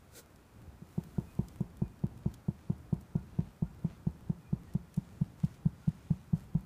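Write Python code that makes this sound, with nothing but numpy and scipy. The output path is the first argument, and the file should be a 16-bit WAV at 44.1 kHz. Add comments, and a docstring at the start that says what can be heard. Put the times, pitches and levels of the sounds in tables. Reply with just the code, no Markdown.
"""A seal on a wooden dock at night gives an even run of short, low grunts, four or five a second.
Each grunt is a transient: a few heavy swings of the neck, and a snap that excites the throat's resonances.
The planks thud under the load; dock and boats return reflections and a dull, reverberant boom.
Close by, cloth brushes, rustles and ticks faintly by stick-slip friction.
Behind it all lies the broadband hush of the harbour, with a few far squeaks."""
import sys
import numpy as np
from scipy import signal
from scipy.fft import rfft, irfft, next_fast_len
from scipy.io import wavfile
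from scipy.ndimage import uniform_filter1d

SR = 44100
rng = np.random.default_rng(int(sys.argv[2]) if len(sys.argv) > 2 else 0)


def unload_wav(signal):
    """Save mono or channel-first audio to the path in sys.argv[1] as 16-bit WAV at rate SR, clipped to [-1, 1]."""
    wavfile.write(
        sys.argv[1],
        SR,
        np.round(np.clip(np.atleast_2d(signal).T, -1, 1) * 32767).astype(np.int16),
    )


N = 293617

# the seal's pushes of air: start_s, effort_db
GRUNTS = [(0.82, -32.5), (0.9796, -16.5), (1.1825, -14), (1.391, -13), (1.607, -16.5), (1.819, -13.5),
          (2.0385, -14), (2.2596, -14), (2.4843, -14.5), (2.6993, -14.5), (2.9274, -13), (3.154, -13.5),
          (3.3886, -13.5), (3.6233, -14), (3.847, -16), (4.0688, -14), (4.2979, -15), (4.529, -14),
          (4.751, -15), (4.9765, -15.5), (5.2146, -14), (5.438, -13), (5.6582, -11.5), (5.878, -12.5),
          (6.1069, -12.5), (6.3326, -12.5), (6.551, -13)]
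# the mouth closes, then reopens a little; closing makes grunts rounder and longer: time_s, opening_db
MOUTH_OPENING = [(1, -0.5), (2.4, -1.5), (3.4, -2), (4.1, -2.5), (4.7, -3), (5.3, -7), (6.5, -4.5)]
# throat and mouth resonances: frequency_hz, open_mouth_gain_db, t60_s, db_per_opening_db
THROAT_MODES = [(344.5, -18, 0.065, 2.77), (389.6, -31, 0.059, 1.5), (740, -24.5, 0.003, 0.34),
                (695, -38, 0.05, 2), (920, -35, 0.03, 3.5)]
# early reflections from planks and hulls: delay_s, gain
REFLECTIONS = [(0.0123, -0.14), (0.0176, 0.038), (0.0223, -0.064), (0.026, -0.003), (.0321, -.04),
               (0.0826, 0.034)]
# spectrum of the dock's boom: frequency_hz, gain_db
BOOM_SPECTRUM = [(30, -12), (56, 8), (95, -12), (135, -22.5), (185, -25), (350, -13.5), (900, -5),
                 (2000, 13)]
# reverberation time of the boom: frequency_hz, t60_s
BOOM_DECAY = [(60, 0.2), (170, 1), (400, 0.2), (1500, 0.5)]
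# spectrum of the quick brush of cloth: frequency_hz, relative_db
BRUSH_SPECTRUM = [(210, -31), (350, 0), (397, -6), (480, 8), (656, -10), (1270, -13), (1460, 2),
                  (1660, -11), (2350, -7), (2920, -16), (4070, -5), (5070, -8.5), (8650, -5), (9660, -10),
                  (15000, -10.5)]
# spectrum of rustling cloth: frequency_hz, relative_db
RUSTLE_SPECTRUM = [(500, 4), (1500, 1.5), (3000, -2.5), (5000, -6), (7000, -4.5), (10000, -6), (15000, -6)]
# slow strokes of cloth: start_s, length_s, level_db, cutoff_hz
RUSTLES = [(0.827, 0.62, -68, 18000), (1.248, 0.44, -69.5, 16000), (2.198, 0.24, -70.5, 5840),
           (2.523, 0.3, -73.5, 6500), (3.251, 0.34, -70.5, 5500), (3.84, 0.16, -66.5, 5800),
           (4.63, 0.19, -71, 6960), (4.882, 0.5, -70.5, 9000), (5.362, 0.26, -67, 10000),
           (5.723, .6, -68.5, 7900), (6.333, 0.15, -67.5, 12200)]
# small close ticks: start_s, level_db, centre_hz, t60_s
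TICKS = [(0.3597, -58.5, 5500, 0.0088), (1.038, -55.5, 8000, 0.014), (1.351, -59, 6000, 0.0088),
         (1.4825, -51, 5300, 0.019), (1.607, -56, 7350, .0076), (1.769, -56.5, 6460, 0.014),
         (2.338, -51.5, 5300, 0.025), (2.7802, -62, 12000, 0.016), (3.009, -58.5, 11000, 0.023),
         (3.162, -59.5, 4000, 0.0076), (4.7356, -55.5, 7540, 0.021), (4.94, -55, 5900, 0.026),
         (4.9617, -56, 10170, 0.03), (5.444, -57.5, 4350, 0.039), (5.539, -63.5, 4430, .035),
         (5.89, -57, 4950, 0.013), (6.3685, -65, 6870, 0.051), (6.608, -58.5, 13000, 0.0087)]
# far squeaks, perhaps of mooring lines: peak_time_s, pitch_hz, level_db
SQUEAKS = [(1.174, 1400, -68), (1.3, 2495, -71), (1.85, 2470, -75), (2.47, 1396, -71), (3.18, 1400, -69),
           (3.68, 1390, -73), (4.478, 2430, -72), (4.69, 1886, -73.5), (5.85, 1410, -67.5)]
# spectrum of the harbour's hush: frequency_hz, relative_db
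HUSH_SPECTRUM = [(20, -13.5), (40, -5.5), (62, 6), (100, 4), (170, -2.5), (280, -5), (520, -13.5),
                 (850, -15), (1500, -20.5), (3000, -29), (5000, -31.5), (8000, -33), (15000, -36)]
# faint hollow resonances in the hush: centre_hz, bandwidth_hz, boost_db
HUSH_RESONANCES = [(1377, 270, 2), (2457, 38, 7)]


def seal(usual_effort_db=-15, pitch_hz=161.6, sag_hz_per_db=2.95, lead_s=0.02):
    """Source and filter: a harder push is lower and shorter; the mouth sets colour and length."""
    out = np.zeros(N)
    t = np.arange(4096) / SR - lead_s
    for start_s, effort_db in GRUNTS:
        push_db = np.clip(effort_db - usual_effort_db, -1, 1)
        opening_db = np.interp(start_s, *np.transpose(MOUTH_OPENING))
        length_cycles = 0.77 - 0.1146 * opening_db - 0.1467 * push_db
        grunt = neck_swing(t, pitch_hz - sag_hz_per_db * push_db, length_cycles)
        grunt += throat_snap(t, opening_db)
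        add(out, start_s - lead_s, gain_of(effort_db) * grunt)
    return out


def neck_swing(t, pitch_hz, length_cycles, crest_cycles=0.58, rise=0.3, fall=0.87):
    """Heavily damped oscillation: a push of air swings the neck for about three cycles."""
    cycles = t * pitch_hz
    age = (cycles - crest_cycles) / length_cycles
    return np.cos(2 * np.pi * cycles) / (np.exp(-age / rise) + np.exp(age / fall))


def throat_snap(t, opening_db, delay_s=0.00059, build_cycles=0.25, lips_hz=1080):
    """Impulse excitation: throat modes build within a cycle and decay; the lips act as a low-pass."""
    age_s, ring = t - delay_s, 0
    for hz, db, t60_s, db_per_opening_db in THROAT_MODES:
        build = np.exp(np.minimum(age_s, 0) * hz / build_cycles)
        decay = gain_of(-60 * np.maximum(age_s, 0) / t60_s)
        mode = np.cos(2 * np.pi * hz * rng.normal(1, 0.01) * age_s)
        ring += gain_of(db + db_per_opening_db * opening_db) * build * decay * mode
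    return filtered(ring, lambda hz: -20 * np.log10(1 + (hz / lips_hz) ** 16))


def dock(voice, onset_s=0.013, tails=3, sway_hz=0.311):
    """Reverberation: early reflections, then a diffuse boom that shifts as the animal sways."""
    out = np.zeros(N)
    for delay_s, gain in REFLECTIONS:
        add(out, delay_s, gain * voice)
    sway_phase = 2 * np.pi * sway_hz * np.arange(N) / SR
    for k in range(tails):
        band_hz, t, bands = signal.stft(rng.standard_normal(SR), SR, nperseg=512)
        decay = gain_of(-60 * t / value_at(BOOM_DECAY, band_hz)[:, None])
        tail = signal.istft(bands * decay, SR, nperseg=512)[1]
        tail = filtered(tail / np.linalg.norm(tail), lambda hz: value_at(BOOM_SPECTRUM, hz))
        share = np.cos(sway_phase + np.pi * k / tails) * np.sqrt(2 / tails)  # constant total power
        add(out, onset_s, signal.fftconvolve(voice * share, tail[:SR * 3 // 4]))
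    return out


def planks(pitch_hz=77.5, coupling_db=-30, growth_db_per_s=1.64, t60_s=0.13):
    """Free vibration: each grunt presses the planks down and they swing back; the thuds grow louder."""
    out, t = np.zeros(N), np.arange(SR // 3) / SR
    for start_s, effort_db in GRUNTS:
        level_db = effort_db + coupling_db + growth_db_per_s * start_s
        swing = -np.sin(2 * np.pi * pitch_hz * rng.normal(1, 0.23) * t)
        add(out, start_s, gain_of(level_db - 60 * t / t60_s) * swing)
    return out


def cloth(count, spectrum, grain_db, cutoff_hz=np.inf, catches_per_s=900):
    """Stick-slip friction: countless tiny slips of fibres merge into noise, a few stand out; rms 1."""
    catches = rng.random(count) < catches_per_s / SR
    sizes = gain_of(7.5 * np.minimum(rng.exponential(1, count), 4.5))
    slips = rng.standard_normal(count)
    slips += gain_of(grain_db) * unit_rms(catches * sizes * rng.standard_normal(count))
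    def colour_db(hz):
        return value_at(spectrum, hz) - 10 * np.log10(1 + (hz / cutoff_hz) ** 6)
    return unit_rms(filtered(slips, colour_db))


def brush(arrival_s=0.16, hold_s=0.034, level_db=-50.5):
    """Friction noise of one quick stroke of cloth: it swells, grows slowly, then dies away."""
    t = np.arange(N) / SR - arrival_s
    rise_db = 420 * np.minimum(t, 0)  # the three slopes are in dB per second
    growth_db = -57 * np.clip(hold_s - t, 0, hold_s)
    fall_db = -653 * np.maximum(t - hold_s, 0)
    return gain_of(level_db + rise_db + growth_db + fall_db) * cloth(N, BRUSH_SPECTRUM, grain_db=-21)


def rustles(stir_db=-79.5, rise_share=0.15, fall_share=0.32):
    """Friction noise of slow strokes of cloth: each rises, holds and falls over a constant stir."""
    out = gain_of(stir_db) * cloth(N, RUSTLE_SPECTRUM, grain_db=6.5)
    for start_s, length_s, level_db, cutoff_hz in RUSTLES:
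        progress = np.linspace(0, 1, round(length_s * SR))
        envelope = np.clip(np.minimum(progress / rise_share, (1 - progress) / fall_share), 0, 1)
        friction = cloth(len(progress), RUSTLE_SPECTRUM, grain_db=-5, cutoff_hz=cutoff_hz)
        add(out, start_s, gain_of(level_db) * envelope * friction)
    return out


def ticks(rise_share=0.12):
    """Noise transients: tiny bursts decay exponentially; the longer ones start more softly."""
    out, t = np.zeros(N), np.arange(2048) / SR
    for start_s, level_db, centre_hz, t60_s in TICKS:
        burst = filtered(rng.standard_normal(len(t)), lambda hz: -3 * np.log2((hz + 1) / centre_hz) ** 2)
        envelope = np.minimum(t / (rise_share * t60_s), 1) ** 2 * gain_of(-60 * t / t60_s)
        add(out, start_s, gain_of(level_db) * unit_rms(burst) * envelope / envelope.max())
    return out


def squeaks(half_length_s=0.03, waver_hz=36):
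    """Random frequency modulation: thin, wavering tones swell and fade under a Gaussian envelope."""
    out, t = np.zeros(N), np.arange(-SR // 8, SR // 8) / SR
    envelope = np.exp(-(t / half_length_s) ** 2)
    for peak_time_s, pitch_hz, level_db in SQUEAKS:
        waver = unit_rms(uniform_filter1d(rng.standard_normal(len(t)), size=200))
        tone = unit_rms(np.sin(2 * np.pi * np.cumsum(pitch_hz + waver_hz * waver) / SR))
        add(out, peak_time_s + t[0], gain_of(level_db) * tone * envelope)
    return out


def harbour(level_db=-57, rumble_hz=300, swell_db=5.5):
    """Ambient noise: a steady hush whose low rumble swells and sinks by random amplitude modulation."""
    def colour_db(hz):
        peaks_db = sum(db / (1 + (2 * (hz - centre) / width) ** 2) for centre, width, db in HUSH_RESONANCES)
        return value_at(HUSH_SPECTRUM, hz) + peaks_db
    hush = unit_rms(filtered(rng.standard_normal(N), colour_db))
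    rumble = filtered(hush, lambda hz: -20 * np.log10(1 + (hz / rumble_hz) ** 2))
    swell = gain_of(swell_db * np.tanh(drift(knots_per_s=7.7)))
    return gain_of(level_db) * (hush + rumble * (swell - 1))


def drift(knots_per_s):
    """Linear interpolation of random values: a slow wander of rms 1."""
    knots = rng.standard_normal(2000)
    return unit_rms(np.interp(np.arange(N) / SR * knots_per_s, np.arange(len(knots)), knots))


def gain_of(db):
    """Decibels to amplitude ratio."""
    return 10 ** (np.asarray(db) / 20)


def unit_rms(x):
    """Normalisation to rms 1."""
    return x / np.sqrt(np.mean(x ** 2) + 1e-20)


def value_at(table, hz):
    """Interpolation of (frequency_hz, value) rows on a log-frequency axis."""
    row_hz, values = np.transpose(table)
    return np.interp(np.log(hz + 1), np.log(row_hz + 1), values)


def filtered(x, db_at):
    """Zero-phase filtering by a function from Hz to dB."""
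    size = next_fast_len(len(x))
    response = gain_of(db_at(np.fft.rfftfreq(size, 1 / SR)))
    return irfft(rfft(x, size) * response, size)[:len(x)]


def add(mix, start_s, sound):
    """Superposition of a sound on the mix from start_s."""
    part = mix[max(round(start_s * SR), 0):][:len(sound)]
    part += sound[:len(part)]


def scene():
    """Superposition of the seal, its dock, the harbour and the small close sounds, in one channel."""
    voice = seal()
    return (voice + dock(voice) + planks() + harbour() + squeaks() + rustles() + brush() + ticks())[None]


def record(dry, cutoff_hz=15450):
    """Band limiting: a steep low-pass removes the highest treble."""
    low_pass = signal.firwin(511, cutoff_hz, window=("kaiser", 9), fs=SR)
    return signal.oaconvolve(dry, low_pass[None], "same")


dry = scene()
out = record(dry)
unload_wav(out)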